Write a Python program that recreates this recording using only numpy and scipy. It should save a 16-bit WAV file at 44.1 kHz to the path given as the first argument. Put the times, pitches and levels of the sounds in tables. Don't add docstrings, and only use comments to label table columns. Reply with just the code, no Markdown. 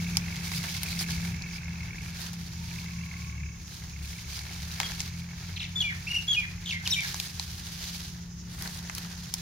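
import sys
import numpy as np
from scipy import signal
from scipy.fft import rfft, irfft, next_fast_len
from scipy.io import wavfile

SR = 44100
rng = np.random.default_rng(int(sys.argv[2]) if len(sys.argv) > 2 else 0)


def dump_mix(stems):
    frames = np.atleast_2d(stems).T
    limited = np.clip(frames, -1, 1)
    pcm = np.round(limited * 32767).astype(np.int16)
    wavfile.write(sys.argv[1], SR, pcm)


N = 414981
T = np.arange(N) / SR
HZ = np.fft.rfftfreq(N, 1 / SR)

# f/Hz, relative level/dB
RUMBLE_SPECTRUM = [(20, -39), (30, -35), (41, -4.5), (54, -2.5), (75, 4.5), (110, 0.5), (150, -0.5),
                   (185, -10.5), (235, -16), (350, -20.5), (520, -31), (1500, -55.5)]
AIR_SPECTRUM = [(200, -5.5), (380, -6), (550, -17), (850, 3), (1250, 4), (1700, 1.5), (3000, 0), (6500, -7),
                (8000, -10), (15800, -11)]
INSECT_SPECTRUM = [(3500, -30), (4500, -22), (5000, 0), (5700, 1), (6500, 1), (7100, -2.5), (7800, -29.5)]
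WIND_SPECTRUM = [(22, -12), (40, 0), (60, 0.5)]
METAL_SPECTRUM = [(700, -28.5), (1400, -16), (1700, -5.5), (1900, -19), (2200, 0.5), (2450, -7), (2650, 1),
                  (3100, -32), (5000, -22)]
# f/Hz, likeness
GROUND_LIKENESS = [(300, 0.83), (800, 0.53), (1200, -0.24), (2100, 0.6), (2900, 0.4), (3900, 0.24),
                   (6500, -0.0046), (15000, 0.056)]
RUMBLE_LIKENESS = [(100, 0.98), (400, 0.81)]
WIND_LIKENESS = [(20, 0.71), (60, 0.91)]
METAL_LIKENESS = [(1300, -0.78), (2150, 0.83), (2900, -0.43)]
# t/s, level/dB
RUMBLE_LEVEL = [(0, -39.5), (1.3, -39.5), (2.2, -44), (4, -45.5), (5.7, -46), (7.5, -44.5), (9.41, -45)]
INSECT_LEVEL = [(0, -51), (2, -55), (3.3, -55.5), (5.4, -56.5), (8.3, -55), (9.41, -52.5)]
CRICKET_LEVEL = [(0, -62), (2.6, -72), (3.1, -57), (3.6, -57), (4.6, -60), (5.5, -61), (7, -64),
                 (9.41, -70)]
WIND_LEVEL = [(0, -64), (1.8, -57), (2.3, -53), (3, -64), (4.6, -54), (5.7, -53), (6.5, -50), (7.2, -62),
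              (8.3, -56), (9.41, -56)]
PUMP_LEVEL = [(0, -33.5), (0.7, -39.5), (1.15, -35), (1.5, -41.5), (2.9, -40.5), (3.6, -47), (4.35, -52),
              (4.65, -43.5), (5.4, -43), (6.3, -48), (6.7, -41.5), (7.2, -48), (8.4, -44.5), (9.41, -43.5)]
# t/s, pitch as a share of its highest, relative level/dB
WHINE_PATH = [(2.3, 0.84, -40), (2.6, 0.79, 4), (2.9, 0.96, 4.5), (3.3, 0.98, 5.5), (3.7, 1, -10),
              (3.95, 0.8, -40), (4.2, .98, -80)]
# t/s, f/Hz
ENGINE_SPEED = [(0, 45.6), (.55, 48), (.85, 44.6), (2.05, 38.8), (2.45, 40), (2.75, 41), (3.5, 36),
                (3.9, 35.7), (4.4, 35.7), (4.85, 40.3), (5.2, 42.5), (5.6, 45.5), (6.5, 44.8), (7.1, 45.7),
                (7.6, 39), (8.3, 35), (9.41, 20)]
# t/s, exhaust level/dB, clatter level/dB
ENGINE_LOAD = [(0, -43, -45.5), (.7, -41.5, -45), (1.2, -43.5, -45), (1.8, -41, -46.5), (2.1, -42, -48),
               (2.25, -45, -59), (2.5, -43, -56.5), (2.85, -39.5, -48.5), (3.45, -37.5, -48.5),
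               (3.72, -51, -64), (3.95, -41.5, -54), (4.4, -41.5, -51), (5.2, -40, -54), (5.7, -42, -56),
               (6.7, -44.5, -55), (7.3, -44, -59.5), (8.2, -51.5, -90), (9.41, -66, -75)]
# multiple of the firing rate, relative level/dB
EXHAUST_TONES = [(1, -15), (2, 2), (3, -3.5), (4, -11.5), (5, -30)]
# t/s, level/dB
CHATTER_NOTES = [(5.561, -39.5), (5.594, -37.5), (5.615, -38.5), (5.637, -42)]
# t/s, high note length/s, number of steps, low note length/s, high f/Hz, low f/Hz,
# level/dB of each of (high note, first step, last step, low note, rasp), roughness from 0 to 1
FALLING_CALLS = [(5.755, 0.048, 2, 0.055, 3490, 2380, -31.5, -23, -30, -31.5, -36.5, 0.03),
                 (6.277, 0.052, 2, 0.056, 3350, 2455, -24.5, -27, -29.5, -27.5, -39.5, 0.01),
                 (6.655, 0.036, 3, 0.045, 3342, 2102, -37, -32.5, -31.5, -37, -49, 0.44),
                 (6.935, 0.02, 0, 0.061, 3370, 2338, -29.5, -30, -30, -32.5, -38.5, 0.46)]
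# t/s, length/s, start f/Hz, end f/Hz, level/dB
CHIP_NOTES = [(4.832, 0.037, 3320, 3220, -38), (6.857, 0.015, 3360, 2370, -33.5),
              (6.905, 0.01336, 6050, 5200, -26.5), (6.92, 0.016, 3930, 3520, -24)]
# f/Hz, relative level/dB
SWISH_SPECTRUM = [(700, -20.5), (1300, -12), (1800, -8.5), (3000, -3), (4500, 1.5), (6500, -2),
                  (7900, -17.5), (11000, -19)]
CRISP_SPECTRUM = [(5000, -10), (7500, -1.5), (10500, -1), (13500, -5.5), (15800, -10.5)]
SOIL_SPECTRUM = [(200, -21.5), (350, -2.5), (530, -9.5), (790, 0), (1250, -1.5), (1700, 3), (2800, -8),
                 (6000, -47)]
# t/s, level/dB
RUSTLE_LEVEL = [(0, -44.5), (0.27, -46), (0.7, -41.5), (1.12, -44.5), (1.4, -51.5), (1.9, -52),
                (2.2, -47.5), (3.1, -50.5), (3.48, -59.5), (3.9, -56.5), (4.25, -47.5), (4.95, -42.5),
                (5.3, -54.5), (5.72, -52.5), (6.1, -45.5), (6.8, -54), (6.98, -43), (8.02, -44.5),
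                (8.33, -59.5), (8.66, -47), (9.41, -46.5)]
# loudest t/s, length/s, level/dB, treble against level/dB
LEAF_STROKES = [(0.362, 0.07, -44.5, -8), (0.484, 0.06, -39.5, -4), (0.568, 0.066, -37, -3),
                (0.745, 0.14, -36.5, -7.5), (0.907, 0.075, -40.5, -4.5), (1.01, 0.046, -38, -1.5),
                (1.126, 0.058, -37.5, -7), (1.245, 0.1, -43, -4), (1.54, 0.081, -48, -6.5),
                (2.065, 0.058, -51.5, -3), (2.225, 0.09, -40.5, -5.5), (2.755, 0.22, -46, -6.5),
                (3.25, 0.14, -53, -5), (3.76, 0.21, -48, -5.5), (4.11, 0.17, -46.5, -4),
                (4.365, 0.1, -41, -5.5), (4.87, 0.19, -40.5, -8), (5.19, 0.039, -49.5, -4),
                (5.473, 0.19, -48, -8.5), (5.829, 0.12, -48, -10), (6.34, 0.084, -47, -9),
                (6.71, 0.1, -45.5, -11), (6.895, 0.072, -35.5, -8.5), (7.07, 0.13, -38, -8.5),
                (7.207, 0.095, -41, -3.5), (7.854, 0.2, -40.5, -7), (8.012, 0.14, -44.5, -6),
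                (8.564, 0.078, -51.5, -1), (8.659, 0.11, -43, -2), (8.77, 0.065, -47, -1.5),
                (8.96, 0.1, -45, -3.5)]
# loudest t/s, length/s, level/dB
ROOT_TEARS = [(0.6, 1.9, -50.5), (2.0, 0.62, -56.5), (2.23, 0.07, -48), (4.5, 0.48, -56.5),
              (4.85, 0.14, -44), (6.0, 1.54, -57), (6.88, 0.041, -47), (8.664, 0.078, -44.5),
              (8.97, 0.35, -50)]
# t/s, length/s, f/Hz, level/dB
STALK_SQUEAKS = [(0.546, .05, 4730, -39), (.72, 0.066, 3900, -52), (.89, 0.062, 4400, -40),
                 (.985, 0.03, 4880, -34), (1.108, 0.044, 4500, -45), (1.512, 0.083, 5030, -46),
                 (2.209, .055, 4360, -46), (4.332, 0.07, 5200, -48)]
# t/s, level/dB, low against middle/dB, top against middle/dB, ring f/Hz
STALK_SNAPS = [(0.1701, -16.5, -10.5, -12.5, 5400), (0.365, -36, -11, -24, 4210),
               (0.5176, -35, 1, -20, 4760), (0.8325, -28, -7.5, 0.5, 3730), (0.9914, -28.5, -21, -15, 5140),
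               (1.4217, -36, -15, -32, 4640), (2.3323, -41.5, -4, -3, 6540),
               (4.3912, -32.5, -19, -17, 4920), (4.801, -21, 2, -15, 3120), (4.8137, -32, -4, -29, 3950),
               (4.8314, -30.5, 4.5, -26, 3283), (4.9184, -33.5, 0.5, -23, 5570),
               (5.004, -24.5, -12.5, -20, 6950), (6.8754, -21, -9, -16, 3500),
               (7.0065, -31, -17, -18, 3780), (7.1439, -29.5, -3.5, -14, 5700),
               (7.2, -23.5, -11, -12, 3780), (7.3966, -25, -11, -20, 4230), (8.623, -32.5, -4, -5, 4680),
               (8.6753, -33.5, -4, -14, 4220), (8.897, -35, 5.5, -22, 5980),
               (8.9501, -33.5, -17, -4.5, 5720), (8.982, -33.5, -13, -3, 4500),
               (9.3398, -22.5, -12, -7, 5360)]
# f/Hz, relative level/dB
SNAP_LOW_SPECTRUM = [(250, -28), (520, -17.5), (790, 4), (1000, 4.5), (1350, -3.5), (1700, 2), (2300, -2),
                     (3000, -3)]
SNAP_MID_SPECTRUM = [(1400, -9.5), (2400, 0.5), (3500, 2.5), (5300, 5), (6800, 4.5), (8200, -5.5)]
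SNAP_TOP_SPECTRUM = [(6000, -42), (8000, -2), (11000, 8), (16000, 2)]
# f/Hz, left minus right level/dB
MIC_BALANCE = [(100, 0), (1300, 0), (2400, -1.5), (4400, -3.5), (6500, -3), (8500, 5.5), (11000, 1.5),
               (15000, 7)]


def gain_of(db):
    return 10 ** (np.asarray(db) / 20)


def evened(x):
    return x / np.sqrt(np.mean(x ** 2) + 1e-20)


def curves(rows):
    s, *columns = np.transpose(rows)
    return [np.interp(T, s, column) for column in columns]


def look_up(points, hz):
    f, value = np.transpose(points)
    return np.interp(np.log(hz + 1), np.log(f + 1), value)


def colour(x, spectrum, likeness):
    size = 2 * next_fast_len(x.shape[-1] // 2 + 1024)
    hz = np.fft.rfftfreq(size, 1 / SR)
    edges = np.minimum(1, (hz + 1) / spectrum[0][0]) * np.minimum(1, spectrum[-1][0] / (hz + 1))
    log_gain = np.log(gain_of(look_up(spectrum, hz)) * edges ** 4 + 1e-5)
    response = np.exp(signal.hilbert(np.r_[log_gain, log_gain[-2:0:-1]]).conj()[:len(hz)])
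    filtered = rfft(x, size) * response
    angle = np.arcsin(np.clip(look_up(likeness, hz), -1, 1)) / 2
    blended = np.cos(angle) * filtered + np.sin(angle) * filtered[::-1]
    return evened(irfft(blended, size)[..., :x.shape[-1]])


def drift(rate_hz, size=N):
    knots = rng.standard_normal(int(size / SR * rate_hz * 2) + 4)
    fine = signal.resample_poly(knots, 8, 1)
    return np.interp(np.arange(size) / SR * rate_hz * 16, np.arange(len(fine)), fine)


def fuzz(hz, width_hz, size=N):
    wander = np.array([drift(width_hz / 2, size) + 1j * drift(width_hz / 2, size) for side in range(2)])
    return (wander * np.exp(2j * np.pi * np.cumsum(hz * np.ones(size)) / SR)).real


def sides(db):
    return evened(gain_of([[db / 2], [-db / 2]]))


def add(mix, s, sound):
    part = mix[:, max(round(s * SR), 0):][:, :sound.shape[1]]
    part += sound[:, :part.shape[1]]


def field(air_db=-59.0):
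    rumble, air, insects = rng.standard_normal((3, 2, N))
    rumble_db = curves(RUMBLE_LEVEL)[0] + 1.03 * drift(rate_hz=3)
    insects_db = curves(INSECT_LEVEL)[0] + 2.5 * drift(rate_hz=16)
    return (colour(rumble, RUMBLE_SPECTRUM, RUMBLE_LIKENESS) * gain_of(rumble_db) * sides(db=1.0)
            + colour(air, AIR_SPECTRUM, GROUND_LIKENESS) * gain_of(air_db)
            + colour(insects, INSECT_SPECTRUM, GROUND_LIKENESS) * gain_of(insects_db))


def wind():
    push = colour(rng.standard_normal((2, N)), WIND_SPECTRUM, WIND_LIKENESS)
    return push * gain_of(curves(WIND_LEVEL)[0])


def cricket(hz=6480, width_hz=550):
    return fuzz(hz, width_hz) * gain_of(curves(CRICKET_LEVEL)[0])


def whine(top_hz=1115, width_hz=115, db=-64.5):
    pitch, fade_db = curves(WHINE_PATH)
    return fuzz(top_hz * pitch, width_hz) * gain_of(db + fade_db)


def pump(start_hz=171.2, rise_hz=3.04, rise_at_s=7.7, waver_hz=1.0, neighbour_db=-16, flutter_db=1.7):
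    hum_hz = start_hz + rise_hz * (1 + np.tanh(2 * (T - rise_at_s))) / 2
    hum = np.sin(2 * np.pi * np.cumsum(hum_hz + waver_hz * drift(rate_hz=6)) / SR)
    for ratio in (4 / 5, 6 / 5):
        neighbour_hz = hum_hz * ratio + 2.21 * drift(rate_hz=1.5)
        hum += gain_of(neighbour_db) * np.sin(2 * np.pi * np.cumsum(neighbour_hz) / SR)
    level_db = curves(PUMP_LEVEL)[0] + flutter_db * drift(rate_hz=7)
    return evened(hum) * gain_of(level_db) * sides(db=0.45)


def engine(uneven_db=2.7, knock_rise_s=0.002, steady_rattle=0.5, pip_hz=2270, pip_db=-3):
    firing_hz, = curves(ENGINE_SPEED)
    exhaust_db, clatter_db = curves(ENGINE_LOAD)
    firings = np.cumsum(firing_hz) / SR
    exhaust = np.zeros(N)
    for multiple, db in EXHAUST_TONES:
        gain = gain_of(db + 2.0 * drift(rate_hz=4.9))
        exhaust += gain * np.sin(2 * np.pi * (multiple * firings + rng.random()))
    since_s = firings % 1 / firing_hz
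    strength, detune = np.clip(rng.standard_normal((600, 2)), -1.6, 1.3)[firings.astype(int)].T
    rise = since_s / knock_rise_s
    knock = gain_of(uneven_db * strength) * rise * np.exp(1 - rise)
    rattle = colour((knock + steady_rattle) * rng.standard_normal((2, N)), METAL_SPECTRUM, METAL_LIKENESS)
    pips = evened(knock * np.sin(2 * np.pi * pip_hz * (1 + 0.052 * detune) * since_s))
    clatter = evened(rattle + gain_of(pip_db) * pips) * gain_of(clatter_db)
    return evened(exhaust) * gain_of(exhaust_db - 1.5) * sides(db=0.98) + clatter


def note(s, length, hz, db, start=1, end=1, rough=0, overtone_db=-16):
    return s, length, hz * start, hz, hz * end, db, rough, overtone_db


def chatter(flick_hz=3720, buzz_hz=2600, buzz_db=-1.5):
    for s, db in CHATTER_NOTES:
        yield note(s, 0.014, flick_hz, db, start=1.14, end=0.857, rough=0.3, overtone_db=-27)
        yield note(s + 0.0044, 0.0226, buzz_hz, db + buzz_db, rough=0.723, overtone_db=-10)


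def trill(start_s=6.068, every_s=0.03, count=4, base_hz=2850, first_db=-34, louder_db=1.6):
    for k in range(count):
        s, length = start_s + k * every_s, 0.018 + k * 0.0064
        scoop = 0.8 if k == 0 else 0.96 + 0.02 * k
        hz = base_hz * (0.95 if k == 0 else 1 - 0.004 * k)
        yield note(s, length, hz, first_db + k * louder_db, start=scoop, end=1 - 1.9 * length, rough=0.05)
        if k < count - 1:
            yield note(s + 0.014, 0.012, hz=2350, db=-39, start=1.17, end=0.9, rough=0.27, overtone_db=-6)


def falling_calls(first_drop=0.1398, step_drop=0.378, step_s=0.016, break_s=0.0039):
    for (s, high_s, steps, low_s, high_hz, low_hz,
         high_db, first_db, last_db, low_db, rasp_db, rough) in FALLING_CALLS:
        over_db, slide = -17.5 + 14 * rough, 0.147 * rough
        yield note(s, high_s - break_s, high_hz, high_db, start=0.985 + slide, end=0.97 - slide,
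                   rough=rough, overtone_db=over_db)
        s += high_s
        for k, db in enumerate(np.linspace(first_db, last_db, steps)):
            hz = high_hz + (low_hz - high_hz) * (first_drop + k * step_drop)
            yield note(s - 0.002, 0.0059, hz=3850, db=-38, start=1.22, end=0.85,
                       rough=0.25, overtone_db=-18)
            yield note(s, 0.011, hz, db, start=1.04, end=0.985, rough=rough / 2, overtone_db=over_db)
            s += step_s
        yield note(s, low_s - break_s, low_hz, low_db, start=1.015, end=0.95,
                   rough=rough / 2, overtone_db=over_db - 11)
        s += low_s
        yield note(s, 0.008, low_hz * 0.95, rasp_db + 3, start=1.04, end=0.96, overtone_db=-25)
        yield note(s + 0.005, 0.036, low_hz * 0.8, rasp_db, start=1.3, end=0.9,
                   rough=0.43, overtone_db=-21)


def chips():
    for s, length, start_hz, end_hz, db in CHIP_NOTES:
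        hz = np.sqrt(start_hz * end_hz)
        yield note(s, length, hz, db, start=start_hz / hz, end=end_hz / hz, rough=0.08, overtone_db=-15)


def bird(flutter_db=2.0, third_db=-15, fourth_db=-16):
    out = np.zeros((2, N))
    notes = [*chatter(), *trill(), *falling_calls(), *chips()]
    for s, length, start_hz, mid_hz, end_hz, db, rough, overtone_db in notes:
        size = int((length + 0.0036) * SR)
        progress = np.linspace(0, 1, size)
        hz = np.polyval(np.polyfit([0, .5, 1], [start_hz, mid_hz, end_hz], 2), progress)
        hz *= 1 + (0.0046 + 0.17 * rough) * drift(rate_hz=500, size=size)
        lead = 4.0 * np.log2(min(mid_hz, 3700) / 2900)
        phase = 2 * np.pi * np.cumsum(hz) / SR + np.array([[lead], [0]])
        overtones = (np.sin(2 * phase) + gain_of(third_db) * np.sin(3 * phase)
                     + gain_of(fourth_db) * np.sin(4 * phase))
        tone = np.sin(phase) + gain_of(overtone_db) * overtones
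        shake_db = flutter_db * drift(rate_hz=46, size=size) + 7 * rough * drift(rate_hz=225, size=size)
        swell = np.minimum(1, progress / 0.16) * np.minimum(1, (1 - progress) / 0.18) * gain_of(shake_db)
        pan_db = 2.1 + 7 * np.log2(min(mid_hz, 3400) / 2650)
        add(out, s, evened(tone * swell) * gain_of(db) * sides(pan_db))
    return out


def tree_echo(song, fade_s=0.37, delay_s=0.0043, db=-7.0):
    t = np.arange(SR) / SR
    echoes = rng.standard_normal((2, SR)) * (rng.random((2, SR)) < .04)
    echoes *= gain_of(-60 * t / fade_s) * (t > delay_s)
    return gain_of(db) * signal.fftconvolve(song, echoes / np.linalg.norm(echoes[0]), axes=1)[:, :N]


def squeaks(width_hz=1000):
    out = np.zeros((2, N))
    for s, length, hz, db in STALK_SQUEAKS:
        size = int(length * SR)
        add(out, s, fuzz(hz, width_hz, size) * signal.windows.tukey(size, .8) * gain_of(db))
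    return out


def ring(x, hz, db=5):
    return x + gain_of(db) * signal.lfilter(*signal.iirpeak(hz, 4, SR), x)


def snaps(crack_s=0.001, scatter_s=0.0089, scatter_db=-14, knock_hz=2240, trim_db=-11):
    out, t = np.zeros((2, N)), np.arange(2048) / SR
    fade = np.exp(-t / crack_s) + gain_of(scatter_db) * np.exp(-t / scatter_s)
    for s, db, low_db, top_db, ring_hz in STALK_SNAPS:
        burst = rng.standard_normal((2, len(t))) * fade
        burst = ring(ring(burst, ring_hz), knock_hz)
        crack = (colour(burst, SNAP_LOW_SPECTRUM, GROUND_LIKENESS) * gain_of(low_db)
                 + colour(burst, SNAP_MID_SPECTRUM, GROUND_LIKENESS)
                 + colour(burst, SNAP_TOP_SPECTRUM, GROUND_LIKENESS) * gain_of(top_db))
        add(out, s, crack * gain_of(db + trim_db) * sides(db=1.5))
    return out


def stem_ticks(per_s=45, tick_s=0.0009, spread_db=3.0, db=-10.5):
    sizes = gain_of(spread_db * np.minimum(rng.exponential(1, N), 2.2)) * (rng.random(N) < per_s / SR)
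    fades = signal.lfilter([1], [1, -np.exp(-1 / (tick_s * SR))], sizes)
    return evened(fades * rng.standard_normal((2, N))) * gain_of(db)


def crackle(per_s, spread_db, grain_s, smooth):
    sizes = gain_of(spread_db * np.minimum(rng.exponential(1, N), 4)) * (rng.random(N) < per_s / SR)
    power = signal.lfilter([1], [1, -np.exp(-2 / (grain_s * SR))], sizes ** 2)
    return evened(np.sqrt(power / power.mean() + smooth) * rng.standard_normal((2, N)))


def stroke(peak_s, length, db):
    from_peak = (T - peak_s) / (length / 2)
    return np.exp(-np.minimum(from_peak ** 2, 20)) * gain_of(db) ** 2


def leaves_and_soil(usual_db=-44.5, usual_soil_db=-54.8, clump_db=1.5):
    rustle_db, = curves(RUSTLE_LEVEL)
    swish_power = gain_of(rustle_db) ** 2
    crisp_power = swish_power * gain_of(-6 + 0.3 * (rustle_db - usual_db)) ** 2
    for s, length, db, crisp_db in LEAF_STROKES:
        power = stroke(s, length, db)
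        swish_power += power
        crisp_power += power * gain_of(crisp_db) ** 2
    soil_power = gain_of(usual_soil_db + 0.58 * (10 * np.log10(swish_power) - usual_db)) ** 2
    soil_power += sum(stroke(s, length, db) for s, length, db in ROOT_TEARS)
    clumps = gain_of(clump_db * drift(rate_hz=22))
    slips = crackle(per_s=500, spread_db=2.0, grain_s=0.0034, smooth=1.0) + stem_ticks()
    crumbs = crackle(per_s=260, spread_db=5.4, grain_s=0.008, smooth=1.4)
    swish = colour(slips, SWISH_SPECTRUM, GROUND_LIKENESS) * np.sqrt(swish_power)
    crisp = colour(slips, CRISP_SPECTRUM, GROUND_LIKENESS) * np.sqrt(crisp_power)
    soil = colour(crumbs, SOIL_SPECTRUM, GROUND_LIKENESS) * np.sqrt(soil_power)
    return (swish + crisp + soil) * clumps


def scene():
    song = bird()
    plants = leaves_and_soil() + snaps() + squeaks()
    return plants + song + tree_echo(song) + engine() + pump() + whine() + cricket() + wind() + field()


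def record(dry, top_hz=15900):
    balance = gain_of(look_up(MIC_BALANCE, HZ) * np.array([[.5], [-.5]]))
    heard = irfft(rfft(dry) * balance, N)
    treble_cut = signal.firwin(401, top_hz, window=("kaiser", 8), fs=SR)
    return signal.oaconvolve(heard, treble_cut[None], "same", axes=1)


dry = scene()
out = record(dry)
dump_mix(out)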